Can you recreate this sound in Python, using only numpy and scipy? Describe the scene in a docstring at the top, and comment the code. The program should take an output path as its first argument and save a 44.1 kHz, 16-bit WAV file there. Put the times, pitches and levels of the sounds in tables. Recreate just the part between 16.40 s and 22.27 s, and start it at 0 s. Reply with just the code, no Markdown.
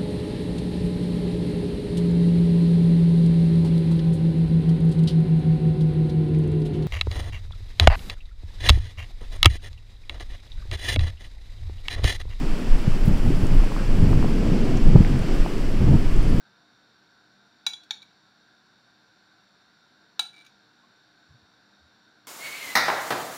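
"""A steel spoon knocks three times on a glazed dish in a small kitchen, picking up jelly cubes.
Each contact is a crack of coloured noise plus ringing modes, damped quickly by the food and the hand.
Light bounces follow, the tip drags in small slips, and a cube slides off as one soft swelling tone.
Late on, a few low handling bumps reach the microphone. From across the room an appliance whirs
throughout, made of resonant noise; decaying noise bands give the kitchen's reflections."""
import sys
import numpy as np
from scipy import signal
from scipy.fft import rfft, irfft, next_fast_len
from scipy.io import wavfile

SR = 44100
rng = np.random.default_rng(int(sys.argv[2]) if len(sys.argv) > 2 else 0)


def log_audio(samples):
    """Write samples as a 16-bit WAV file to the path given in sys.argv[1]."""
    # one column per channel
    frames = np.atleast_2d(samples).T
    # limit to full scale, then quantise
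    limited = np.clip(frames, -1, 1)
    pcm = np.round(limited * 32767).astype(np.int16)
    wavfile.write(sys.argv[1], SR, pcm)


N = 258867

# firm knocks of spoon on dish:
# (t/s, relative level/dB, part of the spoon, share of the free ring time, relative crack level/dB)
FIRM_KNOCKS = [(1.265, -0.5, "edge", 0.9, -22), (1.5077, 1.5, "back", 0.55, -33),
               (3.7934, -1.5, "tip", 0.94, -19.5)]
# all three land near one spot, which favours modes around one pitch
KNOCK_SPOT_HZ, KNOCK_SPOT_BOOST_DB = 3890, 2.5


def knocks():
    """The spoon meets the dish firmly with its edge, back or tip."""
    out = np.zeros(N)
    for start_s, strength_db, part, ring_share, crack_db in FIRM_KNOCKS:
        knock = clink(part, ring_share, crack_db, KNOCK_SPOT_HZ, KNOCK_SPOT_BOOST_DB)
        add(out, start_s, from_db(strength_db) * knock)
    return out


# the loosely held spoon falls back on the dish:
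# (t/s, relative level/dB, part of the spoon, share of the free ring time, relative crack level/dB,
#  pitch favoured by the touched spot f/Hz)
LIGHT_BOUNCES = [(1.333, -15, "edge", 0.84, -37, 3434), (1.4338, -35, "back", 0.95, -20.5, 4480),
                 (1.6190, -27, "back", 0.74, -32, 3940), (1.6262, -22.5, "back", 0.48, -35, 2380),
                 (4.0475, -40, "edge", 0.65, -16, 9400), (4.0628, -36.5, "edge", 0.96, -16, 2370)]
BOUNCE_CRACK_T60_S, BOUNCE_SPOT_BOOST_DB = 0.047, 17.5


def bounces():
    """Light touches start more softly than knocks and wake mainly the modes of the touched spot."""
    out = np.zeros(N)
    for start_s, strength_db, part, ring_share, crack_db, spot_hz in LIGHT_BOUNCES:
        touch = clink(part, ring_share, crack_db, spot_hz, BOUNCE_SPOT_BOOST_DB,
                      rise_s=0.0015, crack_t60_s=BOUNCE_CRACK_T60_S)
        add(out, start_s, from_db(strength_db) * touch)
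    return out


DRAG_START_S, DRAG_LENGTH_S, DRAG_DB = 3.930, 0.1, -38
SLIP_RING_SHARE, SLIP_CRACK_DB = 0.74, -23
SLIP_SPOT_HZ, SLIP_SPOT_BOOST_DB = 2370, 21.5   # the slips bring out one low mode
SLIP_JITTER, SLIP_SPREAD_DB = 0.15, 0.8   # share of the gap between slips; scatter of their strength


def drag(count=10):
    """The tip sticks and slips over the glaze at an uneven pace; the small rings run together."""
    out = np.zeros(N)
    for k, (late, firm) in enumerate(rng.standard_normal((count, 2))):
        progress = (k + SLIP_JITTER * late) / count
        start_s = DRAG_START_S + DRAG_LENGTH_S * progress
        strength_db = DRAG_DB + SLIP_SPREAD_DB * firm
        slip = clink("tip", SLIP_RING_SHARE, SLIP_CRACK_DB, SLIP_SPOT_HZ, SLIP_SPOT_BOOST_DB,
                     rise_s=0.00091)
        add(out, start_s, from_db(strength_db) * slip)
    return out


# spoon and dish ringing together, before damping, detuning and the boost of the touched spot:
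# (f/Hz, t60/s, relative level/dB by the spoon's edge, by its back, by its tip)
DISH_MODES = [ (745, 0.021, -36, -53, -28.5), (854, 0.071, -37.5, -38, -33), (1357, 0.022, -32, -32, -22.5),
              (1430, 0.068, -34.5, -41, -39), (1644, 0.023, -61, -30, -26), (1810, 0.043, -34, -36, -40),
              (2256, 0.17, -37, -40.5, -42.5), (2322, 0.081, -32, -35, -31), (2866, 0.035, -64, -47, -26),
              (2980, 0.031, -79, -53, -25), (3160, 0.041, -48.5, -47, -39), (3370, 0.14, -31.5, -35.5, -33),
              (3610, 0.052, -24, -21.5, -51), (3706, 0.023, -32, -12, -12.5), (3930, 0.072, -15, -31, -14),
              (4340, 0.045, -50.5, -25.5, -49.5), (4480, 0.059, -52, -61, -28),
              (4810, 0.037, -24, -32, -31.5), (5040, 0.03, -52.5, -46, -27.5), (5600, 0.041, -27, -29, -63),
              (6010, 0.045, -25.5, -35, -30), (6750, .03, -36, -57, -43), (6870, 0.073, -38, -43.5, -37.5),
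              (6970, 0.099, -35, -39.5, -40.5), (8330, 0.039, -39, -62, -33),
              (8840, 0.052, -40, -51, -31.5), (8920, 0.052, -62.5, -55, -32.5), (9520, .04, -40, -71, -50),
              (13800, 0.012, -37, -64, -34.5), (14400, 0.015, -37, -60, -34)]
# colour of the crack of steel on glaze: (f/Hz, relative level/dB per Hz)
CRACK_COLOUR = [(100, -27.5), (350, -3), (560, -17), (820, -1), (1700, 0.5), (1980, -23.5), (2400, 7),
                (4200, -4.5), (6800, 0), (7600, -15.5), (8700, -8.5), (11000, -17), (14500, -19),
                (16000, -21)]
# crowded upper modes heard within the crack: (f/Hz, half width/Hz, boost level/dB)
CRACK_HUMPS = [(10560, 350, 6.5), (12100, 530, 8.5), (14300, 450, 4)]


def clink(part, ring_share, crack_db, spot_hz, spot_boost_db,
          rise_s=0.0012, crack_t60_s=0.023, spot_octaves=0.071, detune=0.0014):
    """One contact: a brief crack, and every mode dying at its own pace."""
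    t = np.arange(SR // 2) / SR
    hz, t60_s, *levels = np.transpose(DISH_MODES)
    level_db = dict(zip(("edge", "back", "tip"), levels))[part]

    # modes that swing widest at the touched spot take more of the blow
    octaves_away = np.log2(hz / spot_hz)
    level_db = level_db + spot_boost_db * np.exp(-(octaves_away / spot_octaves) ** 2)

    # grip and food load the pair a little differently every time
    hz = hz * (1 + detune * rng.standard_normal(len(hz)))
    phase_turns = rng.random((len(hz), 1))
    swing = np.sin(2 * np.pi * (hz[:, None] * t + phase_turns))
    ring = from_db(level_db) @ (swing * decay(t, t60_s[:, None] * ring_share))

    crack = noise(CRACK_COLOUR, size=len(t), resonances=CRACK_HUMPS) * decay(t, crack_t60_s)
    onset = 1 - np.exp(-t / rise_s)
    return (ring + from_db(crack_db) * crack) * onset


def spoon():
    """Knocks, bounces and the little slips of the dragging spoon."""
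    return knocks() + bounces() + drag()


# a jelly cube slides off the spoon: (t/s of the swell's middle, level/dB, f/Hz, length/s)
JELLY_PLOPS = [(4.443, -58.5, 1076, 0.012)]


def jelly():
    """The cube's soft contact swells and fades on one pitch."""
    return soft_blows(JELLY_PLOPS)


# handling bumps at the microphone: (t/s of the swell's middle, level/dB, f/Hz, length/s)
HANDLING_BUMPS = [(4.911, -52.5, 83, 0.013), (4.918, -53.5, 144, 0.018), (4.952, -51.5, 121, 0.016),
                  (5.036, -61, 81.5, 0.015), (5.445, -60, 78, 0.035)]


def handling():
    """Low, soft bumps that reach the microphone without any crack."""
    return soft_blows(HANDLING_BUMPS)


def soft_blows(rows):
    """Soft contacts have no crack: a single pitch swells and fades."""
    t = np.arange(N) / SR
    out = np.zeros(N)
    for middle_s, level_db, hz, length_s in rows:
        swell = np.exp(-((t - middle_s) / length_s) ** 2)
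        out += from_db(level_db) * swell * np.sin(2 * np.pi * hz * (t - middle_s))
    return out


# broad colour of the background air: (f/Hz, relative level/dB per Hz)
AIR_COLOUR = [(25, -22.5), (60, -15), (140, -2), (260, -3), (520, -9.5), (900, -6.5), (1700, -10),
              (2100, -12.5), (3000, -17.5), (4800, -15.5), (6500, -28), (8500, -34.5), (11200, -43.5),
              (15500, -42.5)]
# resonances in the whir: (f/Hz, half width/Hz, boost level/dB)
WHIR_RESONANCES = [(199.2, 5.1, 10), (307, 5.6, 7), (728, 38, 5), (1341, 8.3, 11), (1412, 31, 7),
                   (1511, 22.3, 7), (1558, 170, 7.5), (1565, 17, 5.5), (3688, 248, 12), (4370, 403, 9),
                   (5635, 310, 11.5), (7285, 280, 10.5), (9140, 130, 7.5), (10670, 220, 10),
                   (12050, 460, 11), (13200, 350, 9.5)]
APPLIANCE_RMS_DB = -61


def appliance(room_db=3.5):
    """A steady whir from across the kitchen, mixed with its diffuse reverberation."""
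    whir = noise(AIR_COLOUR, size=N, resonances=WHIR_RESONANCES)
    in_room = whir + from_db(room_db) * kitchen(whir)
    return from_db(APPLIANCE_RMS_DB) * rms_one(in_room)


# reverberation of the small kitchen: (f/Hz, t60/s)
KITCHEN_T60 = [(300, 0.23), (1500, 0.25), (4000, 0.26), (8000, 0.26), (15000, 0.21)]


def kitchen(x, wet_db=-11.5, first_wall_s=0.0095, build_s=0.00085):
    """Reflections thicken after the nearest wall and die sooner in the extreme treble."""
    t = np.arange(SR // 2) / SR
    edges_hz = np.geomspace(100, 18000, 9)
    white = rng.standard_normal((2, len(t)))
    tail = np.zeros(len(t))
    for k, (low, high) in enumerate(zip(edges_hz, edges_hz[1:])):
        band_pass = signal.butter(2, [low, high], "band", fs=SR, output="sos")
        band = signal.sosfilt(band_pass, white[k % 2])   # neighbouring bands use separate noise
        tail += band * decay(t, at_hz(KITCHEN_T60, np.sqrt(low * high)))
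    # silent until the first wall answers
    tail *= 1 - np.exp(-np.maximum(t - first_wall_s, 0) / build_s)
    return from_db(wet_db) * signal.fftconvolve(x, tail / np.linalg.norm(tail))[:N]


def noise(spectrum, size, resonances=()):
    """Noise of rms 1 with a broad colour and resonant humps."""
    padded = next_fast_len(size)
    hz = np.arange(padded // 2 + 1) * SR / padded
    colour_db = at_hz(spectrum, hz)
    for centre_hz, width_hz, hump_db in resonances:
        colour_db = colour_db + hump_db * np.exp(-((hz - centre_hz) / width_hz) ** 2)
    white = rfft(rng.standard_normal(padded))
    return rms_one(irfft(white * from_db(colour_db), padded)[:size])


def decay(t, t60_s):
    """Exponential fade that falls 60 dB in t60_s."""
    return np.exp(-np.log(1000) * t / t60_s)


def from_db(db):
    """Decibels to gain."""
    return 10 ** (np.asarray(db) / 20)


def rms_one(x):
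    """Scale to unit rms."""
    return x / np.sqrt(np.mean(x ** 2) + 1e-20)


def at_hz(points, hz):
    """Read a table on a log-frequency axis."""
    points = np.array(points)
    return np.interp(np.log(np.maximum(hz, 1)), np.log(points[:, 0]), points[:, 1])


def add(out, start_s, sound):
    """Mix a sound in at a time."""
    i = int(round(start_s * SR))
    out[i:i + len(sound)] += sound[:N - i]


def scene():
    """Spoon and dish in their room, the jelly and the handling, over the steady whir."""
    clinks = spoon()
    return (clinks + kitchen(clinks) + jelly() + handling() + appliance())[None]


CUTOFF_HZ = 15700


def record(dry):
    """The microphone signal loses its top steeply above the cutoff."""
    low_pass = signal.ellip(10, .1, 80, CUTOFF_HZ, fs=SR, output="sos")
    return signal.sosfilt(low_pass, dry)


dry = scene()
out = record(dry)
log_audio(out)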